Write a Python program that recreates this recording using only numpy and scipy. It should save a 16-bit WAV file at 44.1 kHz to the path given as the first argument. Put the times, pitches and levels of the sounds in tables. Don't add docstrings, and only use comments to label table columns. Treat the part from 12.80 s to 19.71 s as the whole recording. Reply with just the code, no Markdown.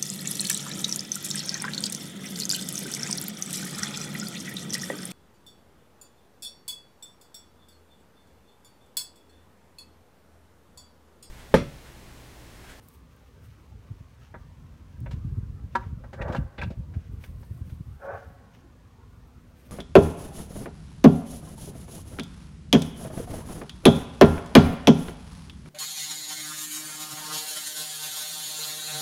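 import sys
import numpy as np
from scipy import signal
from scipy.fft import rfft, irfft
from scipy.io import wavfile
from scipy.ndimage import uniform_filter1d

SR = 44100
rng = np.random.default_rng(int(sys.argv[2]) if len(sys.argv) > 2 else 0)


def put_to_file(sound):
    columns = np.atleast_2d(sound).T
    safe = np.clip(columns, -1, 1)
    whole_steps = np.round(safe * 32767)
    wavfile.write(sys.argv[1], SR, whole_steps.astype(np.int16))


N = 304731
TIME = np.arange(N) / SR

# frequency in Hz, relative level in dB, 60 dB decay time in seconds.
FRAME_MODES = [(234, -18, 0.15), (370, -18, 0.14), (580, -26, 0.055), (769, -13.5, 0.11), (880, -16, 0.058),
               (950, -0.5, 0.085), (1075, -14, 0.085), (1181, -10.5, 0.077), (1350, -6, 0.061),
               (1475, -16, 0.042), (1555, -8.5, 0.06), (1695, -5, 0.058), (1940, -18, 0.055),
               (2200, -18, 0.039), (2900, -40, .06)]
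# frequency in Hz, bandwidth in Hz, gain in dB.
HIVE_RESONANCES = [(233, 40, 4.5), (360, 87, 1), (534, 103, 6.5), (658, 29, -6.5), (802, 66, -1.5),
                   (923, 54, -15), (1174, 120, -6), (1357, 100, -5.5), (1532, 72, 1.5), (1666, 25, -0.5),
                   (1890, 180, -5), (2200, 110, -8), (2530, 29, -41), (2720, 60, -30), (3450, 110, -2),
                   (4220, 50, -49)]
# frequency in Hz, relative level in dB.
CRACK_SPECTRUM = [(1200, 10), (2500, 10.5), (3800, 7), (6000, 0), (8000, -6), (11000, -14), (15500, -19)]
# start in seconds, body level in dB, contact cut-off in Hz,
# crack level in dB, the frame's share of the ringing from 0 to 1, chatter decay time in seconds.
KNOCKS = [ (1.540, -43, 1750, -88, 0.23, 0.013), (2.259, -45.5, 2650, -76, 0.23, 0.011),
          (2.309, -52.5, 5000, -51.5, 0.9, 0.01), (2.950, -37, 2520, -55, 0.6, 0.0033),
          (2.952, -23, 2200, -42, 0.95, 0.0025), (3.022, -52.5, 2200, -70, 0.25, 0.028),
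          (3.236, -47.5, 1510, -70, 0.02, 0.015), (3.329, -42, 1700, -54, 0, 0.01),
          (3.414, -41, 2720, -52.5, 0.1, 0.007), (3.478, -33, 1080, -55, 0, 0.024),
          (3.522, -43, 1500, -48.5, 0, 0.0079), (3.545, -31.5, 1350, -48.5, 0.17, 0.0065),
          (3.563, -46, 4000, -50.5, 0.07, 0.003), (3.779, -38, 3500, -59, 0, 0.02),
          (3.815, -44, 3970, -49, 0.34, 0.0018), (3.823, -38.5, 2120, -54, 0.6, 0.0067),
          (3.832, -43, 4370, -59, 0, 0.0079), (3.901, -43, 700, -57.5, 0, 0.012),
          (4.136, -57.5, 2980, -63.5, 0, .011), (4.438, -53, 3970, -59, 0.07, 0.003),
          (4.628, -57.5, 1900, -67, 0.24, 0.0025), (4.894, -65, 4000, -63, 0.06, .007)]


def knocks(rise_s=0.0037, frame_chatter=0.04, crack_ring_s=0.0064):
    out, t = np.zeros(N), TIME[:SR // 4]
    slips = grains(spread_db=-0.5)
    splinters = colour(grains(spread_db=3.0), CRACK_SPECTRUM)
    attack = 1 - np.exp(-t / rise_s)
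    for k, (start, body_db, contact_hz, crack_db, share, chatter_s) in enumerate(KNOCKS):
        span = slice(k * len(t), (k + 1) * len(t))
        chatter = slips[span] * attack * np.exp(-t / chatter_s)
        chatter /= np.linalg.norm(chatter)
        blow = (t == 0) + frame_chatter * chatter
        frame = as_hit(attack * ring(blow, FRAME_MODES))
        box = as_hit(resonate(chatter, HIVE_RESONANCES))
        wood = np.sqrt(share) * frame + np.sqrt(1 - share) * box
        body = as_hit(cut(wood, contact_hz, "low", order=4))
        crack = as_hit(splinters[span] * attack * np.exp(-t / (chatter_s + crack_ring_s)))
        add(out, start, from_db(body_db) * body + from_db(crack_db) * crack)
    return out


# frequency in Hz, bandwidth in Hz, gain in dB.
SECOND_BOX_RESONANCES = [(420, 27, -35), (463, 13, -3), (558.3, 7.6, 9), (616, 34, -7.5), (710, 55, -4),
                         (787, 27, -11), (870, 18, -10), (1100, 45, -8.5), (1300, 60, -14.5),
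                         (1430, 36, -9.5), (1510, 28, -7.5), (1665, 22, -13), (2110, 50, -17),
                         (2350, 120, -14)]


def scrape(box, start_s, length_s, stop_s, db, build_db_per_s, judder_db, dull_hz, rasp_db):
    grip_s, settle_db, settle_s = .016, -16.5, .19
    rasp_hz, pressure_dulls_db = 1300, 6
    end_s = start_s + length_s
    build_up = from_db(build_db_per_s * np.minimum(TIME - end_s, 0))
    push = swell(start_s, length_s, grip_s, stop_s) * build_up
    settling = from_db(settle_db) * swell(end_s, 0, grip_s, settle_s)
    pressure = np.hypot(push, settling)
    friction = grains(spread_db=2.5) * from_db(judder_db * drift(rate_hz=150))
    body = cut(resonate(friction, box), dull_hz, "low", order=6)
    body = steady(cut(body, hz=393, kind="high", order=3))
    rasp = irfft(rfft(body) * (np.fft.rfftfreq(N, 1 / SR) > rasp_hz), N)
    rasp_gain = from_db(rasp_db - pressure_dulls_db * pressure)
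    return from_db(db) * pressure * (body + rasp * (rasp_gain - 1))


# centre time in seconds, level in dB, pitch in Hz,
# Gaussian width in seconds.
CREAKS = [(3.401, -56, 1630, .014), (3.421, -38, 1860, .005), (3.421, -43.5, 2520, .005),
          (3.567, -45, 2750, .003), (3.578, -50, 2740, .003), (3.818, -32, 2400, .0022),
          (3.825, -32.5, 1580, 0.0028), (3.843, -47.5, 2670, .008), (4.441, -46, 2400, .0018)]


def creaks(relative_bandwidth=0.077):
    out, t = np.zeros(N), TIME[:SR // 8]
    hz = np.fft.rfftfreq(len(t), 1 / SR)
    for centre, db, pitch, width_s in CREAKS:
        band = np.exp(-.5 * ((hz / pitch - 1) / relative_bandwidth) ** 2)
        slips = irfft(rfft(rng.standard_normal(len(t))) * band, len(t))
        envelope = np.exp(-.5 * ((t - t.mean()) / width_s) ** 2)
        burst = slips * envelope
        burst *= np.linalg.norm(envelope) / np.linalg.norm(burst)
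        add(out, centre - t.mean(), from_db(db) * burst)
    return out


# frequency in Hz, relative level in dB.
RUMBLE_SPECTRUM = [(18, -28), (28, -15), (38, -4), (50, 1), (75, 2.5), (120, -3.5), (180, -12.5),
                   (260, -25.5), (400, -37.5), (800, -67.5)]
WHIRL_SPECTRUM = [(80, -22), (160, -0.5), (210, 4), (330, -7), (450, -17), (700, -53.5)]
# time in seconds, relative level in dB.
BREEZE = [(0, -53), (.45, -50.5), (1.1, -52), (1.4, -48), (2.1, -44.5), (3.3, -45), (3.75, -49), (5.1, -49),
          (5.72, -53), (5.95, -48.5), (6.4, -50.5), (6.91, -48.5)]
# start in seconds, length in seconds, relative level in dB.
GUSTS = [(.64, .1, -50), (.93, .07, -43), (1.1, .11, -44), (1.5, .2, -45), (2.2, .4, -33), (2.66, .2, -39),
         (3.0, .26, -38), (3.37, .14, -32), (3.575, .06, -27.5), (3.8, .09, -31), (3.96, .23, -35),
         (4.27, .12, -36.5), (4.48, .13, -36), (4.69, .31, -42), (5.07, .08, -35), (5.33, .04, -42),
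         (5.47, .02, -42)]
# centre time in seconds, level in dB before the bass cut, swing in Hz.
EDDIES = [(1.114, -23.5, 95), (1.211, -33, 99), (2.216, -28, 90), (2.340, -18, 106), (2.451, -20, 110),
          (2.476, -24, 112), (2.528, -20.5, 87), (2.581, -20, 86), (2.632, -23, 117), (2.701, -24.5, 75),
          (3.068, -24.5, 99), (3.131, -23, 83), (3.176, -27, 110), (3.406, -22.5, 117), (3.459, -21, 82),
          (3.502, -19, 195), (3.588, -15, 140), (3.865, -22.5, 123), (3.912, -23.5, 153),
          (4.002, -21.5, 119), (4.169, -18.5, 96), (4.713, -29, 84), (4.817, -22.5, 81), (4.925, -24.5, 81),
          (5.009, -23, 121)]


def wind(rumble_db=-2.0, lump_db=2.5, eddy_cycles=0.51, whirl_db=-13.5, port_hz=38):
    rumble = steady(colour(rng.standard_normal(N), RUMBLE_SPECTRUM))
    rumble *= from_db(lump_db * drift(rate_hz=24))
    breeze = from_db(np.interp(TIME, *np.transpose(BREEZE)))
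    flow = np.hypot(breeze, swells(GUSTS, attack_s=.014, release_s=.022))
    pressure = from_db(rumble_db) * flow * rumble
    t = TIME[:SR // 12]
    for (centre, db, hz), phase in zip(EDDIES, rng.uniform(0, 2 * np.pi, len(EDDIES))):
        cycles = (t - t.mean()) * hz
        swing = np.cos(2 * np.pi * cycles + phase) / np.cosh(2 * cycles / eddy_cycles)
        add(pressure, centre - t.mean(), from_db(db) * swing)
    force = np.sqrt(uniform_filter1d(pressure ** 2, size=SR // 60) + 1e-14)
    whirls = force * (force / force.max()) ** 0.45 * colour(rng.standard_normal(N), WHIRL_SPECTRUM)
    return cut(pressure + from_db(whirl_db) * whirls, port_hz, "high", order=5)


# frequency in Hz, relative level in dB.
SWISH_SPECTRUM = [(2000, -11), (4500, -1), (7000, -5.5), (9000, 4.5), (10400, -0.5), (12000, 4), (15500, 1)]
RUSTLE_SPECTRUM = [(500, -18), (1500, 5.5), (3000, 3), (4500, -5.5), (6300, -2), (8000, -21), (15000, -31)]
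# start in seconds, length in seconds, relative swish and rustle levels in dB.
RUBS = [(.03, .14, -66, -72), (.3, .6, -79, -73), (.65, .015, -68, -70), (.71, .02, -78, -66),
        (1.0, 1.2, -84, -73.5), (1.42, .06, -81, -66), (2.33, .15, -88, -70), (2.93, .14, -78, -67),
        (4.22, .04, -79, -66), (4.33, 1.22, -75, -81), (4.425, .035, -64, -63), (4.5, .3, -73, -85),
        (4.88, .07, -70, -70), (5.27, .16, -79, -66), (5.74, .04, -79, -66), (6.3, .42, -80, -88),
        (6.78, .13, -70, -69)]


def suit(rest_swish_db=-83, rest_rustle_db=-81, rustle_trim_db=-1, flutter_db=2.0):
    start, length, swish_db, rustle_db = np.transpose(RUBS)

    def rubbing(move_db, rest_db, spectrum, spread_db):
        moves = swells(zip(start, length, move_db), attack_s=.025, release_s=.028)
        return np.hypot(from_db(rest_db), moves) * colour(grains(spread_db), spectrum)

    swish = rubbing(swish_db, rest_swish_db, SWISH_SPECTRUM, spread_db=3.5)
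    rustle = rubbing(rustle_db, rest_rustle_db, RUSTLE_SPECTRUM, spread_db=5.0)
    return (swish + from_db(rustle_trim_db) * rustle) * from_db(flutter_db * drift(rate_hz=52))


# start in seconds, relative level in dB.
TICKS = [(0.0857, -34), (0.3636, -50), (2.204, -43), (4.776, -50)]


def ticks(gain_db=-8, decay_s=0.0025):
    out, t = np.zeros(N), TIME[:SR // 30]
    for start, db in TICKS:
        add(out, start, from_db(db + gain_db) * rng.standard_normal(len(t)) * np.exp(-t / decay_s))
    return cut(out, hz=8640, kind="high")


def bees(count=8, wingbeat_hz=236, pitch_spread=.05, dull_hz=500, db=-65):
    hum = 0
    for offset in rng.standard_normal(count):
        pitch = wingbeat_hz * np.exp(pitch_spread * (offset + .5 * drift(rate_hz=3.5)))
        wingbeat = signal.sawtooth(2 * np.pi * np.cumsum(pitch) / SR)
        hum += wingbeat * from_db(4.9 * drift(rate_hz=2.08))
    return from_db(db) * rms_one(cut(hum, dull_hz, "low"))


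# frequency in Hz, relative level in dB.
AIR_SPECTRUM = [(60, -21.5), (150, -3.5), (300, -8), (500, -10.5), (750, -15.5), (1100, -13.3), (1600, -20),
                (2500, -24), (4000, -27.5), (7000, -31.3), (10000, -36), (15500, -41)]


def air(db=-60.2, waver_db=4.0, waver_below_hz=2000):
    spectrum = rfft(colour(rng.standard_normal(N), AIR_SPECTRUM))
    hz = np.fft.rfftfreq(N, 1 / SR)
    edges = np.linspace(0, waver_below_hz, num=17)
    out = irfft(spectrum * (hz >= waver_below_hz), N)
    for low, high in zip(edges, edges[1:]):
        band = irfft(spectrum * ((hz >= low) & (hz < high)), N)
        out += band * from_db(waver_db * drift(rate_hz=14))
    return from_db(db) * rms_one(out)


def yard(x, wet_db=-24, t60=0.31, dull_hz=5000, first_echo_s=0.022):
    t = TIME[:SR * 3 // 4]
    scatter = cut(rng.standard_normal(len(t)), dull_hz, "low", order=1)
    echoes = scatter * from_db(-60 * t / t60) * (t > first_echo_s)
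    return x + from_db(wet_db) * signal.fftconvolve(x, echoes / np.linalg.norm(echoes))[:N]


def ring(x, modes):
    out = 0
    for k, (hz, db, t60) in enumerate(modes):
        r, w = from_db(-60 / (t60 * SR)), 2 * np.pi * hz / SR
        out += (-1) ** k * signal.lfilter([0, from_db(db) * np.sin(w)], [1, -2 * r * np.cos(w), r * r], x)
    return out


def resonate(x, peaks):
    out = 0
    for hz, width, db in peaks:
        r, w = np.exp(-np.pi * width / SR), 2 * np.pi * hz / SR
        gain = from_db(db) * (1 - r * r) / 2
        out += gain * signal.lfilter([1, 0, -1], [1, -2 * r * np.cos(w), r * r], x)
    return out


def colour(x, spectrum):
    hz, db = np.transpose(spectrum)
    bins = np.maximum(np.fft.rfftfreq(len(x), 1 / SR), 1)
    gain = from_db(np.interp(np.log(bins), np.log(hz), db))
    return rms_one(irfft(rfft(x) * gain, len(x)))


def cut(x, hz, kind, order=2):
    return signal.sosfilt(signal.butter(order, hz, kind, fs=SR, output="sos"), x)


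def drift(rate_hz):
    return np.interp(TIME * rate_hz, np.arange(4000), rng.standard_normal(4000))


def grains(spread_db):
    return rng.standard_normal(N) * from_db(spread_db * np.minimum(rng.exponential(1, N), 5))


def swell(start, length, attack_s, release_s):
    early, late = np.maximum(start - TIME, 0), np.maximum(TIME - start - length, 0)
    return np.exp(-np.minimum(early / attack_s + late / release_s, 20))


def swells(rows, attack_s, release_s):
    gains = (from_db(db) * swell(start, length, attack_s, release_s) for start, length, db in rows)
    return np.sqrt(sum(gain ** 2 for gain in gains))


def steady(x):
    return rms_one(x / np.sqrt(uniform_filter1d(x ** 2, size=SR // 14) + 1e-14))


def as_hit(x):
    return x / np.sqrt(np.sum(x ** 2) / (.025 * SR) + 1e-20)


def rms_one(x):
    return x / np.sqrt(np.mean(x ** 2) + 1e-20)


def from_db(db):
    return 10 ** (np.asarray(db) / 20)


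def add(track, start_s, sound):
    start = max(round(start_s * SR), 0)
    track[start:start + len(sound)] += sound[:N - start]


def scene():
    drag_out = scrape(HIVE_RESONANCES, start_s=3.398, length_s=.162, stop_s=.015, db=-34.5,
                      build_db_per_s=22, judder_db=-1.0, dull_hz=1680, rasp_db=.5)
    slide_in = scrape(SECOND_BOX_RESONANCES, start_s=5.226, length_s=.084, stop_s=.054, db=-32.5,
                      build_db_per_s=115, judder_db=1.0, dull_hz=1720, rasp_db=3)
    woodwork = knocks() + creaks() + drag_out + slide_in
    return (yard(woodwork) + suit() + ticks() + bees() + air() + wind())[None]


def record(dry, cutoff_hz=15800):
    return signal.sosfilt(signal.ellip(12, .1, 80, cutoff_hz, fs=SR, output="sos"), dry)


dry = scene()
out = record(dry)
put_to_file(out)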